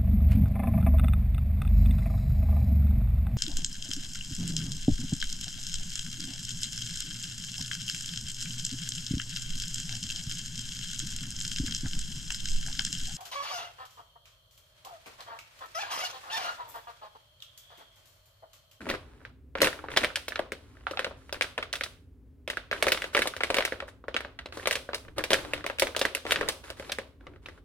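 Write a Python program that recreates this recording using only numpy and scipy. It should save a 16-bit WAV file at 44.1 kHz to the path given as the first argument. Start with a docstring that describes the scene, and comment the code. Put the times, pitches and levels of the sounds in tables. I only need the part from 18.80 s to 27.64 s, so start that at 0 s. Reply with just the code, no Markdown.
"""A stiff plastic snack pouch crackles as hands turn it over and tear off its top strip, close by.
Each crease that buckles gives a short snap, a low pop of the pouch wall and a bright crack; small
neighbours follow, and tiny creases rustle under each stroke of the fingers. The pouch scuffs over
the table, and the small room answers with a short tail over a low ventilation rumble."""
import sys
import numpy as np
from scipy import signal
from scipy.fft import rfft, irfft
from scipy.io import wavfile

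SR = 44100
rng = np.random.default_rng(int(sys.argv[2]) if len(sys.argv) > 2 else 0)


def file_out(sig):
    """Save sig as 16-bit WAV at sys.argv[1]."""
    # one column per channel
    cols = np.atleast_2d(sig).T
    # limit, then scale
    lim = np.clip(cols, -1, 1)
    pcm = np.round(lim * 32767).astype(np.int16)
    wavfile.write(sys.argv[1], SR, pcm)


N = 389844
TAPS = 2048
BINS = np.fft.rfftfreq(TAPS, 1 / SR)

# Loud buckling creases: (time [s], snap level [dB], wall pop over snap [dB], crack over snap [dB])
CREASES = [(0.0666, -41, 7.5, -25), (0.0886, -32, -7, -9), (0.0989, -27, -2, -10), (0.1112, -28, -18, -15),
           (0.1385, -31.5, -1, -28), (0.4504, -37.5, -12.5, -24), (0.7526, -29, 0, -30),
           (0.8034, -29, -5, -14), (0.817, -18, 0.5, -1), (0.829, -20, -2, -10), (0.8429, -20, -12, -7),
           (0.872, -30, -8, -22), (0.8828, -30, -4, -22), (0.928, -33, -32, -21), (0.9896, -39, -12, -34),
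           (1.0389, -35.5, -3.5, -45), (1.084, -33.5, -5.5, -35), (1.1635, -24.5, -3.5, -10),
           (1.1711, -13.5, -9, -11), (1.2319, -27.5, -5, -15.5), (1.2373, -23, -3.5, -13.5),
           (1.2445, -19.5, -8.5, -15), (1.3011, -38, -9, -27), (1.3568, -21.5, -39, -7),
           (1.4807, -29.5, -6, -5), (1.5201, -30.5, -12, -20), (1.556, -26, -15.5, -21),
           (1.591, -28.5, 5, -17), (1.7195, -29.5, -4, -11), (1.9685, -51.5, -7, -25),
           (2.0677, -24, -16.5, -36), (2.11, -35.5, 2.5, -9.5), (2.1335, -36, -4, -33.5),
           (2.1716, -27.5, -19, -37), (2.1914, -22, -8, -17), (2.244, -25, -9, -18),
           (2.2655, -38, 5.5, -26), (2.3095, -40, 1.5, -47), (2.5256, -29.5, -3.5, -6),
           (2.6094, -19, -10, -16.5), (2.6209, -22.5, -23, -7), (2.7774, -26, -4.5, -17),
           (2.7854, -30, -2, -31), (2.826, -28, -9.5, -17.5), (2.9277, -29, -18, -1.5),
           (2.936, -28, -12, -18), (2.954, -31.5, -27, -4), (3.0089, -24.5, -12, -17.5),
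           (3.035, -28, -19.5, -4), (3.6764, -30.5, -1, -11), (3.6992, -25.5, -11.5, -9),
           (3.7706, -25, -12.5, -20), (3.9126, -25, -6, -18), (3.9271, -23, -8.5, -21),
           (4.0243, -18, -3, -7.5), (4.0671, -23, 3, -12), (4.0822, -19.5, -10, -8.5),
           (4.1191, -16.5, -11.5, -5.5), (4.1728, -28.5, -33, -16), (4.2188, -26.5, -12, -13),
           (4.2411, -28, -7.5, -16), (4.348, -17.5, -6, -16), (4.3663, -22.5, -3.5, -11),
           (4.3749, -17.5, -10.5, -19), (4.3902, -23, -0.5, -9), (4.4184, -19, -24, -13),
           (4.4558, -42.5, 15, -11.5), (4.4719, -25.5, -6.5, -4.5), (4.5364, -34.5, -11, -31),
           (4.5643, -33, -4, -8), (4.6059, -24, -7.5, -23), (4.6339, -19, -9.5, -13.5),
           (4.7013, -23.5, 2, -12.5), (4.7427, -21, -7.5, -10.5), (4.7667, -22.5, -4.5, -10),
           (4.784, -19.5, -2, -12), (4.8051, -24.5, -5.5, -18), (4.8238, -26.5, -17, -20),
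           (4.8499, -21, -10.5, -7), (4.921, -27, -1.5, -22), (5.0014, -30, -14, -22.5),
           (5.0223, -43, 9.5, -19), (5.2392, -50, 5.5, -31), (5.2816, -32, 1, -21.5),
           (5.3431, -28.5, -0.5, -20), (5.3644, -20, -22, -21), (5.4044, -34, -4.5, -14),
           (5.447, -34.5, -1.5, -26), (5.5886, -33, -22, -22), (5.6576, -37, 0, -16.5),
           (5.7713, -40, 6, -4), (5.8555, -26, -7, -21), (5.8718, -20.5, -2.5, -6.5),
           (5.9097, -20.5, -9.5, -8), (5.9257, -26, -16, -4.5), (5.954, -24.5, -7.5, -6),
           (6.0885, -34.5, 3, -26), (6.1314, -31.5, -2, -32), (6.1443, -29, -7, -1.5),
           (6.3811, -30.5, 4, -4), (6.3919, -31.5, 0, -21), (6.4387, -25, -6, -7),
           (6.5041, -22.5, -0.5, -5.5), (6.5158, -24, 1, -11), (6.531, -16, -5, -5),
           (6.5424, -18.5, -12, -17), (6.6486, -39, 2, -17), (6.7338, -22, -7.5, -14.5),
           (6.8407, -32.5, -0.5, -19), (6.863, -26.5, -5, -8.5), (6.898, -28, -2.5, -20),
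           (6.9846, -31, -11, -11), (6.9955, -23.5, -13, 2), (7.0208, -19, 1.5, -8), (7.0688, -29, -3, -11),
           (7.148, -31, -11, -31.5), (7.1636, -25.5, -3, -2.5), (7.1918, -32, -7, 0.5),
           (7.2136, -20, -2, -7.5), (7.2513, -18.5, -7, -14.5), (7.3487, -22.5, -11, -6),
           (7.4513, -39.5, 9, -12), (7.5083, -21, -17, -12), (7.5193, -16.5, -10, -9),
           (7.5584, -22, -9.5, -18.5), (7.6101, -25, 0.5, -16), (7.6284, -30, -2, -26.5),
           (7.686, -23, -4, -1.5), (7.901, -34.5, -2.5, -7), (7.9966, -38, 2.5, -9.5),
           (8.0953, -34, -3.5, -18), (8.1184, -26, -18, -6.5), (8.1843, -29, -1, -14),
           (8.467, -43.5, 2.5, -25.5), (8.6588, -37.5, -9.5, -15.5), (8.685, -40.5, -2.5, -15)]
# Fingers sliding, crumpling or tearing: (start [s], end [s], level [dB], spectral tilt [dB/octave])
STROKES = [(0, 0.07, -53, -4.5), (0.058, 0.155, -42.5, -7), (0.169, 0.506, -62.5, -6),
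           (0.763, 0.792, -47, -6), (0.807, 0.888, -33, -3.5), (0.968, 1.088, -56.5, -6.5),
           (1.095, 1.159, -44.5, -5), (1.153, 1.263, -44, -4.5), (1.778, 2.08, -64.5, -4.5),
           (2.068, 2.312, -64, 2), (2.361, 2.516, -66, -2), (2.545, 2.584, -54.5, -9),
           (3.933, 4.29, -48.5, -4), (4.326, 4.497, -45, -2.5), (4.606, 4.854, -55.5, 0),
           (5.071, 5.107, -53, 0), (5.721, 5.854, -49, -3.5), (6.229, 6.328, -57.5, -11.5),
           (6.359, 6.425, -44, -7), (6.503, 6.816, -47.5, -6), (7.462, 7.526, -39.5, -4),
           (7.531, 7.694, -44, -6.5), (7.829, 7.92, -51.5, -3), (7.96, 8.107, -52, -3.5),
           (8.394, 8.577, -60, -8.5), (8.616, 8.799, -62.5, -5.5)]
USUAL_DB, USUAL_POP_DB, USUAL_CRACK_DB = -24, -7.5, -14.5  # ordinary crease: snap; pop, crack over it


def amp(db):
    """Amplitude grows tenfold for every 20 dB."""
    return 10 ** (np.asarray(db) / 20)


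def read(points, hz):
    """Interpolation of a table on a logarithmic frequency axis."""
    f, value = np.transpose(points)
    return np.interp(np.log(hz + 1), np.log(f + 1), value)


def unit(x):
    """Normalisation to energy 1."""
    return x / np.sqrt(np.sum(x ** 2) + 1e-20)


def add(mix, s, sound):
    """Superposition: a sound (channels x samples) joins the mix at time s."""
    part = mix[:, max(round(s * SR), 0):][:, :sound.shape[1]]
    part += sound[:, :part.shape[1]]


def causal(db):
    """Minimum phase: the spectrum of the most compact ring that has this colour."""
    log_gain = np.log(amp(np.maximum(db, -100)))
    return np.exp(signal.hilbert(np.r_[log_gain, log_gain[-2:0:-1]]).conj())[:len(db)]


def coloured(x, db):
    """Convolution with a causal filter given in dB on BINS."""
    return signal.oaconvolve(x, irfft(causal(db)))[:len(x)]


def resonance_db(hz, q):
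    """Frequency response of a damped oscillator, 0 dB at its peak."""
    return -10 * np.log10(1 + (q * (BINS / hz - hz / (BINS + 1))) ** 2)


def ports(spectrum, lag_ms):
    """Unequal paths: the right microphone port hears the pouch lag_ms after the left."""
    delay = np.exp(-2j * np.pi * BINS * lag_ms / 1000)
    return np.array([irfft(spectrum), irfft(spectrum * delay)])


def ventilation(level_db=-54, side_db=-14, hiss_db=-88):
    """Stationary noise: a rumble, nearly coherent at both ports, under a trace of hiss."""
    # Ventilation spectrum: (frequency [Hz], level [dB])
    spectrum = [(15, -49.5), (38, -14), (53, 3), (68, -0.5), (82, -1), (110, -8.5), (210, -22), (268, -6.5),
                (320, -25), (400, -19), (700, -39), (2000, -47.5), (6000, -59), (16000, -57)]
    colour = read(spectrum, BINS)
    mid, side = (unit(coloured(noise, colour)) * np.sqrt(N) for noise in rng.standard_normal((2, N)))
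    rumble = np.array([mid + amp(side_db) * side, mid - amp(side_db) * side])
    return amp(level_db) * rumble + amp(hiss_db) * rng.standard_normal((2, N))


def rustle(clicks_per_s=800, spread_db=2.0, rub_db=-6, edge_s=0.013, lag_ms=0.07, apart=0.78):
    """Shot noise: each stroke sets off tiny creases of many sizes over the friction of skin on film."""
    # Rustle spectrum before each stroke's tilt: (frequency [Hz], level [dB])
    spectrum = [(60, -25), (200, -18.5), (400, -2), (560, -18), (850, -5.5), (1700, -3.5), (3500, -4.5),
                (6000, -7.5), (10000, -8), (16000, -28.5)]
    out = np.zeros((2, N))
    t = np.arange(SR // 2) / SR
    shape = (3, len(t))  # heard at both ports, only left, only right
    for start, end, db, tilt in STROKES:
        swell = np.clip(np.minimum(t, end - start - t) / edge_s, 0, 1)
        sizes = amp(spread_db * np.minimum(rng.exponential(1, shape), 4)) * rng.choice([-1, 1], shape)
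        clicks = sizes * (rng.random(shape) < clicks_per_s / SR)
        rub = amp(rub_db) * unit(rng.standard_normal(shape))
        force = unit(unit(clicks) + rub) * np.sqrt(clicks.size)
        force = swell * (force[0] + apart * force[1:]) / np.hypot(1, apart)
        colour = read(spectrum, BINS) + tilt * np.log2(np.clip(BINS, 100, 6000) / 1000)
        ring = np.sqrt(2) * unit(ports(causal(colour), lag_ms))
        add(out, start, amp(db) * signal.oaconvolve(force, ring, axes=1))
    return out


def drags(hz=235, q=2.0, edge_s=.02):
    """Sliding friction: the full pouch scuffs over the table with a low, hollow rub."""
    # Drags of the pouch's foot: (start [s], end [s], level [dB])
    scuffs = [(0, 0.16, -44), (0.785, .89, -44.5), (1.2, 1.28, -48.5)]
    out = np.zeros((1, N))
    t = np.arange(SR // 2) / SR
    for start, end, db in scuffs:
        rub = unit(coloured(rng.standard_normal(len(t)), 2 * resonance_db(hz, q))) * np.sqrt(len(t))
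        swell = np.clip(np.minimum(t, end - start - t) / edge_s, 0, 1)
        add(out, start, amp(db) * swell * rub[None])
    return out


def voiced(s, snap, pop, crack, usual_hz=1870, octaves_per_db=0.03, spread_octaves=0.044):
    """A sharper fold resonates higher: rows of (time [s], snap [dB], pitch [Hz], pop [dB], crack [dB])."""
    octaves = octaves_per_db * (crack - USUAL_CRACK_DB) + spread_octaves * rng.standard_normal(len(s))
    return np.column_stack([s, snap, usual_hz * 2 ** octaves, snap + pop, snap + crack])


def small_creases(s, snap, pop_db_per_db=-0.12, crack_db_per_db=0.42):
    """Timbre scales with strength: a weaker crease has more pop and less crack for its size."""
    over = snap - USUAL_DB
    return voiced(s, snap, USUAL_POP_DB + pop_db_per_db * over, USUAL_CRACK_DB + crack_db_per_db * over)


def strays(snap_db=-34, firm_db=-45, db_per_db=1.0644, spread_db=7, count=3):
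    """Buckling under a moving load: each stroke flips a few small creases, the firmer the louder."""
    start, end, db, _ = np.repeat(STROKES, count, axis=0).T
    when, weakness = rng.random((len(db), 2)).T
    snap = snap_db + db_per_db * (db - firm_db) - spread_db * weakness
    return small_creases(start + when * (end - start), snap)


def buckle(colour, lag_ms, chatter, chatter_ms, apart, build_ms=.9):
    """Snap-through: small slips build up to a sudden flip and die away, ringing the film."""
    ms = np.arange(TAPS) * 1000 / SR
    flip_ms = build_ms * rng.uniform(.5, 2.2)
    swell = np.minimum(ms / flip_ms, 1) ** 2 * np.exp(-ms / chatter_ms)
    slips = rng.standard_normal((3, TAPS)) * rng.exponential(1, (3, TAPS)) * swell
    force = chatter * unit(slips[0])
    force[np.searchsorted(ms, flip_ms)] += rng.choice([-1, 1])
    ring = causal(colour)
    sound = ports(rfft(force) * ring, lag_ms)
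    sound += apart * np.array([irfft(rfft(unit(own)) * ring) for own in slips[1:]])  # each port's own
    return unit(sound) * np.sqrt(2 * .005 * SR)  # energy of rms 1 over 5 ms


def all_round(parts):
    """Incoherent summation: over all directions the ripples of slips average out and powers add."""
    power = sum((amp(level) * unit(amp(colour))) ** 2 for level, colour in parts)
    ring = irfft(causal(10 * np.log10(power / power.max())))
    return unit(ring)[None] * np.sqrt(power.sum() * .005 * SR)  # levels are rms over 5 ms


def creases(rows, snap_db=-1.22, pop_db=-0.84, crack_db=-0.74, q=1.15, lag_ms=0.072, lag_spread_ms=0.046):
    """Buckling excites damped resonances; gives the direct sound and the sound sent round the room."""
    # Snap spectrum of the film: (frequency [Hz], level [dB])
    film_spectrum = [(200, -28.5), (700, 0), (1000, -9.5), (1400, 0), (2400, 0), (3800, 1.5), (5000, -3.5),
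                     (7500, -12.5), (16000, -38)]
    # Pop spectrum of the pouch wall: (frequency [Hz], level [dB])
    wall_spectrum = [(60, -25.5), (150, -12.5), (330, -4.5), (440, 0), (550, 4), (640, 1), (770, -8),
                     (1200, -2.5), (3000, -50.5)]
    # Spectrum of the bright crack: (frequency [Hz], level [dB])
    crack_spectrum = [(1000, -32), (3500, 4), (5200, 4.5), (7400, -2.5), (8400, 1), (11000, -2.5),
                      (15000, -10), (16500, -10)]
    direct, radiated = np.zeros((2, N)), np.zeros((1, N))
    sheet, bright = read(film_spectrum, BINS), read(crack_spectrum, BINS)
    for s, snap, hz, pop, crack in rows:
        place, size, damping, looseness = rng.standard_normal(4)
        lag = lag_ms + lag_spread_ms * place
        # a crease with little crack flips cleanly and rings longest; a bright one breaks into many slips
        ragged = np.exp(0.94 * looseness) * amp(0.42 * np.clip(crack - snap + 14, -16, 12))
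        film = sheet + 2 * resonance_db(hz, q * np.exp(0.33 * damping) / np.sqrt(ragged))
        edge = bright + resonance_db(3.63 * hz, q=0.52)  # a stiffer fold cracks higher too
        wall = read(wall_spectrum, BINS) + resonance_db(520 * np.exp(0.28 * size), q=0.6)
        sound = amp(snap + snap_db) * buckle(film, lag, chatter=ragged, chatter_ms=2.7, apart=0.58)
        # the pop's long waves reach both ports nearly alike
        sound += amp(pop + pop_db) * buckle(wall, lag, chatter=0.87, chatter_ms=5.9, apart=0.3)
        sound += amp(crack + crack_db) * buckle(edge, lag, chatter=2 * ragged, chatter_ms=6.1, apart=0.87)
        add(direct, s, sound)
        broad_film = sheet + 2 * resonance_db(hz, q=0.84)
        add(radiated, s, all_round([(snap, broad_film), (pop, wall), (crack, edge)]))
    return direct, radiated


def knocks(rows, level_db=-29, hz=46, q=0.76):
    """Structure-borne sound: the hands pass a low thud of each pop on to the table and microphone."""
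    blows = np.zeros(N)
    for s, _, _, pop, _ in rows:
        blows[round(s * SR)] += amp(pop + level_db) * rng.choice([-1, 1])
    thud = unit(irfft(causal(2 * resonance_db(hz, q)))) * np.sqrt(TAPS)
    return signal.oaconvolve(blows, thud)[:N]


def neighbours(soonest_s=.004, wait_s=.009, weaker_db=-15.0, spread_db=5, sharp_db_per_db=.4, count=2):
    """Elastic coupling: a crease takes small neighbours with it; sharp folds pass on the most."""
    s, snap, _, crack = np.repeat(CREASES, count, axis=0).T
    wait, weakness = rng.exponential(1, (len(s), 2)).T
    side = np.where(rng.random(len(s)) < .05, -1, 1)  # a few give way early
    passed_on = weaker_db + sharp_db_per_db * (crack - USUAL_CRACK_DB) - spread_db * weakness
    return small_creases(s + side * (soonest_s + wait_s * wait), snap + passed_on)


def room(direct, radiated, tail_db=-7.0, near_db=-7, near_s=0.011, onset_s=0.0032, alike_hz=1000):
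    """Reverberation: direct sound, echoes, table scatter and a diffuse tail coherent in the bass."""
    # Reverberation time: (frequency [Hz], time to fall 60 dB [s])
    decay_times = [(150, 0.32), (500, 0.41), (1500, 0.4), (4000, 0.34), (9000, 0.37), (16000, 0.45)]
    # Spectrum of tail and scatter: (frequency [Hz], level [dB])
    spectrum = [(100, 8), (500, -2.5), (1000, 0), (1800, -8.5), (4000, -1.5), (9000, -2.5), (16000, -5.5)]
    # Reflections off the table and the body: (nominal delay [s], level [dB])
    echoes = [(.0026, -15.5), (.0043, -15.5), (.0098, -17.5), (0.018, -21)]
    hz, t, noise = signal.stft(rng.standard_normal((3, 26460)), SR, nperseg=256)  # 0.6 s
    alike = 1 / (1 + (hz[:, None] / alike_hz) ** 2)
    diffuse = np.sqrt(alike) * noise[2] + np.sqrt(1 - alike) * noise[:2]
    decay = amp(-60 * t / read(decay_times, hz)[:, None])
    tails = signal.istft(diffuse * decay, SR, nperseg=256)[1]
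    scatters = signal.istft(diffuse[..., ::-1] * np.exp(-t / near_s), SR, nperseg=256)[1]
    rise = 1 - np.exp(-(np.arange(tails.shape[1]) / SR / onset_s) ** 2)
    colour = read(spectrum, BINS)
    response = [coloured(amp(tail_db) * unit(tail * rise) + amp(near_db) * unit(scatter * rise), colour)
                for tail, scatter in zip(tails, scatters)]
    out = direct + signal.oaconvolve(radiated, np.array(response), axes=1)[:, :N]
    for s, db in echoes:
        path = rng.uniform(.85, 2.2)  # each spot has its own path lengths
        add(out, s * path, amp(db) * direct)
    return out


def scene(spots=8):
    """Superposition of all sources; creases come from several spots, each with its own echoes."""
    # Balance between the ports: (frequency [Hz], left over right [dB])
    balance = [(80, -2.5), (380, 4), (700, 3), (1300, -3), (2400, 0.5), (4400, -2), (15000, 0)]
    loud = voiced(*np.transpose(CREASES))
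    rows = np.vstack([loud, neighbours(), strays()])
    rubbing = rustle()
    heard = room(rubbing, rubbing[:1])
    heard += sum(room(*creases(rows[spot::spots])) for spot in range(spots))
    lean = read(balance, BINS) / 2
    pouch = np.array([coloured(heard[0], lean), coloured(heard[1], -lean)])
    return pouch + drags() + knocks(loud) + ventilation()


def record(dry, ceiling=.88, cutoff_hz=16100):
    """Soft saturation rounds off the highest peaks, then a low-pass filter limits the band."""
    rounded = dry / (1 + (dry / ceiling) ** 6) ** (1 / 6)
    low_pass = signal.firwin(255, cutoff_hz, window=("kaiser", 9), fs=SR)
    return signal.oaconvolve(rounded, low_pass[None], "same")


dry = scene()
out = record(dry)
file_out(out)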